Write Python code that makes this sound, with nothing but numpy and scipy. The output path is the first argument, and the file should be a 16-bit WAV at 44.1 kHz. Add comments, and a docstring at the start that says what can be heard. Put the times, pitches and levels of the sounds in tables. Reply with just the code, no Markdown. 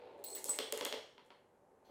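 """A hollow rumble of glass marbles rolling down wooden slats on a tilted board, in a small, live room.
The marbles click against each other and ring the metal of a spinner. One by one they drop onto the
next slat, each landing a sharp crack over a thump of the board and a ring of the wood. They roll on
more quietly, with two light knocks, until one brushes a small wheel into a faint hiss."""
import sys
import numpy as np
from scipy import signal
from scipy.fft import rfft, irfft
from scipy.io import wavfile

SR = 44100
rng = np.random.default_rng(int(sys.argv[2]) if len(sys.argv) > 2 else 0)


def master_out(mix):
    """Clip the mix to full scale and print it as 16-bit PCM to the path in sys.argv[1]."""
    frames = np.transpose(np.atleast_2d(mix))
    ceiling = np.clip(frames, -1, 1)
    pcm = np.round(ceiling * 32767).astype(np.int16)
    wavfile.write(sys.argv[1], SR, pcm)


N = 83790
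T = np.arange(SR) / SR  # one second, the time axis of a single hit


def amp(db):
    """Decibels to gain."""
    return 10 ** (np.asarray(db) / 20)


def unit_rms(x):
    """Scales to an rms of one."""
    return x / np.sqrt(np.mean(x ** 2) + 1e-20)


def decay(age_s, t60_s):
    """An envelope that falls 60 dB in t60_s."""
    return np.exp(-np.log(1000) * age_s / t60_s)


def at_freq(points, hz):
    """Reads a table on a log-frequency axis."""
    freqs, values = np.transpose(points)
    return np.interp(np.log(hz + 1), np.log(freqs), values)


def add(track, start_s, sound):
    """Lays a sound onto a track."""
    part = track[round(start_s * SR):][:len(sound)]
    part += sound[:len(part)]


def equalise(x, eq, size=4096):
    """Minimum-phase filter that follows an EQ curve."""
    log_gain = np.log(amp(at_freq(eq, abs(np.fft.fftfreq(size, 1 / SR)))))
    taps = np.fft.ifft(np.exp(np.conj(signal.hilbert(log_gain)))).real[:size // 2]
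    return signal.fftconvolve(x, taps)[:len(x)]


def wobble(cutoff_hz, length):
    """A smooth random modulator."""
    lowpass = signal.butter(2, cutoff_hz, fs=SR, output="sos")
    return unit_rms(signal.sosfilt(lowpass, rng.standard_normal(length)))


def sine(hz):
    """One mode's tone, at a random phase."""
    return np.sin(2 * np.pi * (hz * T + rng.random()))


def wood_ring(modes, rise_s, hold_s=0):
    """Modes of struck wood swell, hold for hold_s and die."""
    age = np.maximum(T - hold_s, 0)
    tones = sum(amp(db) * decay(age, t60_s) * sine(hz) for hz, db, t60_s in modes)
    return tones * (1 - np.exp(-T / rise_s))


def wash(eq, t60_s, rise_s):
    """Many close modes dying together, heard as coloured noise."""
    noise = unit_rms(equalise(rng.standard_normal(SR), eq))
    return noise * decay(T, t60_s) * (1 - np.exp(-T / rise_s))


def contact(eq, spread_s, bright_hz=None, size=2048, paths=3, scatter=0.6):
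    """A hard hit of unit energy: a pulse and its reflection off the board, scattered among the slats."""
    pulse = np.zeros(size)
    pulse[0] = 1
    pulse[round(0.000755 * SR)] = 0.078  # off the board
    for path_s in spread_s * (np.arange(paths) + 1 + rng.random(paths)) / paths:
        delay = np.exp(-2j * np.pi * np.fft.rfftfreq(size) * round(path_s * SR))
        pulse = irfft(rfft(pulse) * (delay - scatter) / (1 - scatter * delay))  # all-pass smear
    pulse = equalise(pulse, eq)
    if bright_hz:
        pulse = signal.lfilter(*signal.butter(2, bright_hz, fs=SR), pulse)
    return pulse / np.linalg.norm(pulse)


# The board's resonances, under both rolling and landings: pitch_hz, level_db, t60_s
BOARD_MODES = [(245.6, -11.5, 0.14), (284.2, -6.5, 0.092), (385, -10, .16), (405.1, -3, .2),
               (444.6, -3, .18), (494.7, -4.5, 0.33), (521.7, -8, 0.15), (567.2, 0, .24), (586.4, -9, .18),
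               (862, -10, 0.2), (887, -22, 0.56), (1006, -23, 0.22)]
# Hollow tone of the rumble: freq_hz, gain_db
RUMBLE_EQ = [(30, -57.5), (70, -14), (130, -18), (220, -22), (390, 0), (560, -5), (690, -7), (870, -5),
             (1250, -18.5), (2500, -19.5), (4200, -23.5), (6000, -41.5), (12000, -56)]
# Fader ride on the rolling: time_s, level_db
ROLL_FADER = [(0, -53.5), (.18, -58), (.34, -55), (.42, -57.5), (.52, -55), (.68, -57.5), (.85, -58.5),
              (.98, -53), (1.1, -70.5), (1.3, -72), (1.5, -68.5), (1.68, -70.5), (1.84, -67.5), (1.9, -65)]
BOARD_RISE_S = 0.0063


def rolling(bumps_per_s=1000, bump_spread_db=3, drift_depth=0.022, grit_hz=1580):
    """Tiny, uneven bumps in the wood drive the board and its modes into a hollow rumble."""
    sizes = amp(bump_spread_db * np.minimum(rng.exponential(1, N), 3))
    bumps = sizes * rng.choice([-1., 1.], N) * (rng.random(N) < bumps_per_s / SR)
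    ringing = irfft(rfft(bumps) * rfft(wood_ring(BOARD_MODES, BOARD_RISE_S), N), N)
    # The board's resonances shift as the marbles travel.
    pitch_ratio = 1 + drift_depth * wobble(cutoff_hz=7, length=N)
    ringing = np.interp(np.cumsum(pitch_ratio), np.arange(N), ringing, period=N)
    body = equalise(bumps + room(bumps), RUMBLE_EQ)
    rumble = unit_rms(unit_rms(body) + amp(-3.5) * unit_rms(ringing))
    # Faster rolling is grittier: the treble follows the fader.
    level_db = np.interp(np.arange(N) / SR, *np.transpose(ROLL_FADER))
    grit = signal.sosfiltfilt(signal.butter(2, grit_hz, "high", fs=SR, output="sos"), rumble)
    grit_gain = amp(0.77 * (level_db - level_db.max()))
    return amp(level_db) * (rumble + grit * (grit_gain - 1))


# Dark tone of the room's air: freq_hz, gain_db
AIR_EQ = [(25, -4), (70, 1.5), (200, 8), (500, 5), (1500, -3.5), (3500, -24), (7000, -18), (12000, -20.5),
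          (14000, -31), (17000, -29.5)]


def room_tone():
    """The room's quiet air, a steady bed of noise."""
    return amp(-74.5) * unit_rms(equalise(rng.standard_normal(N), AIR_EQ))


# Early reflections: delay_s, level_db
REFLECTIONS = [(.0028, -18.5), (0.0133, -12), (0.018, -16)]
# Reverb time across the spectrum: freq_hz, t60_s
TAIL_DECAY = [(150, 0.27), (500, 0.43), (1500, 0.54), (3500, 0.48), (7000, 0.48), (11000, 0.36),
              (16000, 0.36)]
# Tone of the reverb tail: freq_hz, gain_db
TAIL_EQ = [(100, -1.5), (500, 2.5), (1500, -3.5), (3500, -3), (7000, -3), (11000, -5), (16000, -7.5)]


def room(x, build_s=0.012, reflection_cutoff_hz=7000):
    """A small room returns dull early reflections and a diffuse tail that lasts longest in the mids."""
    hz, t, spectrum = signal.stft(rng.choice([-1., 1.], SR), SR, nperseg=256)
    spectrum *= decay(t, at_freq(TAIL_DECAY, hz)[:, None])
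    spectrum *= amp(at_freq(TAIL_EQ, hz))[:, None]
    response = signal.istft(spectrum, SR, nperseg=256)[1][:SR]
    response *= amp(-29) * np.minimum(T / build_s, 1) ** 2
    dull_pulse = signal.lfilter(*signal.butter(1, reflection_cutoff_hz, fs=SR), T == 0)
    for delay_s, level_db in REFLECTIONS:
        add(response, delay_s, amp(level_db) * dull_pulse)
    return signal.fftconvolve(x, response)[:N]


# Glass striking glass or metal: start_s, level_db, send_db
CLICK_CUES = [(.180, -58.5, 11), (0.2403, -27, -3), (0.2848, -30.5, 6), (.303, -28, 5), (0.35, -25.5, -1.5),
              (.370, -36, 17), (0.4429, -16, 4), (.450, -29, 7), (0.4936, -15.5, 3), (.562, -27.5, 0),
              (.588, -23.5, -9), (0.7241, -13, -5), (0.7277, -30.5, -8.5), (0.7756, -21, 1),
              (0.8501, -21, 3), (0.8507, -14.5, -3.5), (1.249, -59, 12)]
# Bright tone of a glass click: freq_hz, gain_db
GLASS_EQ = [(200, -28), (1500, -25), (3500, -12), (5500, -6), (7600, 1), (11000, -1.5), (13000, -5.5),
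            (15300, -5), (16800, -28.5)]


def clicks():
    """Hard glass makes very short, bright clicks; returns the direct sound and its reverb send."""
    direct, send = np.zeros((2, N))
    for start_s, level_db, send_db in CLICK_CUES:
        click = amp(level_db) * contact(GLASS_EQ, spread_s=0.00016)
        add(direct, start_s, click)
        add(send, start_s, amp(send_db) * click)
    return direct, send


# Marbles landing on or bumping a slat:
# start_s, crack_db, thump_db, slat_db, hollow_db, woody_db, bright_hz
LANDING_CUES = [(.188, -60, -54, -101, -69, -99, 3100), (.362, -36, -51.5, -80, -66, -56.5, 3200),
                (0.448, -56, -49.5, -67, -70, -70, 5030), (.486, -30.5, -48.5, -66.5, -50, -65, 1490),
                (0.529, -41, -64.5, -76.5, -68, -55, 2500), (.588, -11, -42, -46.5, -60, -49, 10210),
                (0.7246, -16, -38.5, -63, -54, -71.5, 10200), (.7752, -26, -55, -60.5, -53.5, -52.5, 8000),
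                (0.8102, -15.5, -40, -55.5, -48, -56, 8300), (0.854, -14.5, -47, -51, -50, -50.5, 5180),
                (0.9254, -14.5, -41, -63.5, -78, -52.5, 7450),
                (1.1799, -33.5, -64.5, -85.5, -63.5, -71, 3250),
                (1.3041, -34.5, -62, -87, -57.5, -65, 2890), (1.892, -61, -54, -84, -77, -82, 1970)]
# The slats' high resonances: pitch_hz, level_db, t60_s
SLAT_MODES = [(2748, -5, .4), (3027, -5.5, .38), (3143, -2.5, .38), (3242, -2, .34), (3324, -3, .33),
              (3362, -3.5, .32), (3418, 1, .34), (3478, -6, .34)]
# Tones of the crack, board thump, hollow knock, woody ring and slat ring: freq_hz, gain_db
CRACK_EQ = [(100, -26.5), (250, 0.5), (500, 5), (1000, 1), (1650, 0), (2150, 4), (2550, 0), (3250, 10),
            (3800, 1.5), (4400, 3), (5000, -1.5), (5600, 1), (7000, -11), (10000, -9), (15500, 0),
            (17000, -20)]
THUMP_EQ = [(30, -62), (70, -28), (130, -24), (205, -27.5), (255, -2.5), (330, -3), (420, 5.5), (570, 1),
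            (680, -13), (1000, -11), (1600, -23.5), (5000, -63)]
HOLLOW_EQ = [(100, -33.5), (600, -15), (860, -8), (985, 5.5), (1060, -7), (1160, -4), (1400, -9.5),
             (3000, -44.5), (12000, -62)]
WOODY_EQ = [(800, -32), (1500, -10.5), (1850, 0.5), (2150, 2.5), (2400, -12), (2800, -1), (3250, -18),
            (3900, -16), (4220, -0.5), (4600, -10), (5400, -23.5), (12000, -41.5)]
SLAT_EQ = [(1000, -29.5), (2700, -18), (3100, -6.5), (3400, -1), (3650, -12.5), (4400, -12), (6500, -34),
           (14000, -61.5)]


def landings(hold_s=0.014, damping_db_per_s=164.5, slat_rise_s=0.0032):
    """Each landing cracks on the slat, thumps the board and sets the wood ringing."""
    cracks, body, rings = np.zeros((3, N))
    for start_s, crack_db, thump_db, slat_db, hollow_db, woody_db, bright_hz in LANDING_CUES:
        add(cracks, start_s, amp(crack_db) * contact(CRACK_EQ, spread_s=0.0004, bright_hz=bright_hz))
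        thump = wood_ring(BOARD_MODES, BOARD_RISE_S, hold_s) / 2
        thump += amp(-1) * wash(THUMP_EQ, 0.087, BOARD_RISE_S)
        thump *= amp(-damping_db_per_s * np.maximum(T - hold_s, 0))  # tightens both decays
        thump *= amp(thump_db) * np.sqrt(SR * hold_s) / np.linalg.norm(thump)
        add(body, start_s, thump)
        add(body, start_s + 0.043, amp(-12) * thump)  # a far wall returns the thump
        add(body, start_s, amp(hollow_db) * wash(HOLLOW_EQ, t60_s=0.18, rise_s=0.00089))
        add(body, start_s, amp(woody_db) * wash(WOODY_EQ, t60_s=0.33, rise_s=0.004))
        slat = wood_ring(SLAT_MODES, slat_rise_s) / 2
        slat += amp(-3.5) * wash(SLAT_EQ, t60_s=0.21, rise_s=slat_rise_s)
        add(rings, start_s, amp(slat_db) * slat)
    return cracks, body, rings


def metal_ring(modes, hold_s, rise_s=0.0012):
    """Each mode of struck metal holds for hold_s, falls quickly and leaves a softer, long after-ring."""
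    age = np.maximum(T - hold_s, 0)
    tones = np.zeros(SR)
    for hz, level_db, t60_s, after_db, after_t60_s in modes:
        fade = np.hypot(decay(age, t60_s), amp(after_db) * decay(age, after_t60_s))
        tones += amp(level_db) * fade * sine(hz)
    return tones * (1 - np.exp(-T / rise_s))


# Marbles striking the spinner: start_s, low_db, middle_db, high_db
SPINNER_CUES = [(0.2405, -55.5, -58.5, -42.5), (.260, -44.5, -50, -76.5), (0.304, -59, -53, -64.5),
                (0.327, -57.5, -48, -76), (.3497, -52.5, -48, -42), (0.48, -60.5, -43.5, -65),
                (0.4938, -72, -35, -49.5)]
# Its low cluster, middle pair and high pair of modes: pitch_hz, level_db, t60_s, after_db, after_t60_s
LOW_MODES = [(4150, -8, .12, -20, .3), (4195, -3, .16, -17, .35), (4238, -2, .17, -15, .4),
             (4301, -3, .16, -16, .35), (4368, -6, .12, -18, .3)]
MIDDLE_MODES = [(7908, 0, .13, -17, .4), (8156, -2.5, .14, -6, .52)]
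HIGH_MODES = [(15107, 0, .08, -22, .3), (15516, -14, .15, -4, .8)]
# Tone of the metal's shimmer: freq_hz, gain_db
SHIMMER_EQ = [(1500, -21.5), (3600, -4.5), (4250, 0), (5000, -9.5), (7000, -13), (10000, -6), (14000, -2),
              (15600, -10), (16300, -26.5)]


def spinner():
    """The metal rings in beating groups of modes over a short shimmer; each blow favours other modes."""
    track = np.zeros(N)
    for start_s, low_db, middle_db, high_db in SPINNER_CUES:
        for level_db, modes, depth, hold_s in ((low_db, LOW_MODES, 1, 0),
                                               (middle_db, MIDDLE_MODES, 0.08, 0.019),
                                               (high_db, HIGH_MODES, 0.2, 0.0073)):
            flutter = unit_rms(1 + depth * wobble(cutoff_hz=70, length=SR))  # as the spinner turns
            add(track, start_s, amp(level_db) * flutter * metal_ring(modes, hold_s))
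        add(track, start_s, amp(high_db - 9) * wash(SHIMMER_EQ, t60_s=0.25, rise_s=0.00019))
    return track


# Resonances of the small metal wheel: pitch_hz, width_hz, level_db
WHEEL_MODES = [(3360, 530, -2.5), (4200, 330, -1.5), (5930, 190, -8.5), (11500, 210, -9),
               (15500, 400, -16.5)]


def wheel_brush(start_s=1.843, rise_s=0.0093):
    """Light friction from a marble sets the wheel's resonances hissing."""
    friction = rng.standard_normal(N)
    hiss = np.zeros(N)
    for hz, width_hz, level_db in WHEEL_MODES:
        band = signal.lfilter(*signal.iirpeak(hz, hz / width_hz, SR), friction)
        hiss += amp(level_db) * unit_rms(band)
    fade_in = np.clip((np.arange(N) / SR - start_s) / rise_s, 0, 1)
    return amp(-76.5) * unit_rms(hiss) * fade_in


def scene():
    """The mono mix: hits and their reverb over room tone and rolling, with the wheel at the end."""
    cracks, body, rings = landings()
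    glass, glass_send = clicks()
    metal = spinner()
    hits = cracks + glass + rings + body + metal
    reverb = room(cracks + glass_send + amp(5.5) * rings + amp(-10.5) * body + amp(-16) * metal)
    return (hits + reverb + room_tone() + rolling() + wheel_brush())[None]


def record(dry):
    """A steep high cut at 16.4 kHz on the whole mix."""
    high_cut = signal.firwin(301, 16400, window=("kaiser", 9), fs=SR)
    return signal.oaconvolve(dry, high_cut[None], "same")


dry = scene()
out = record(dry)
master_out(out)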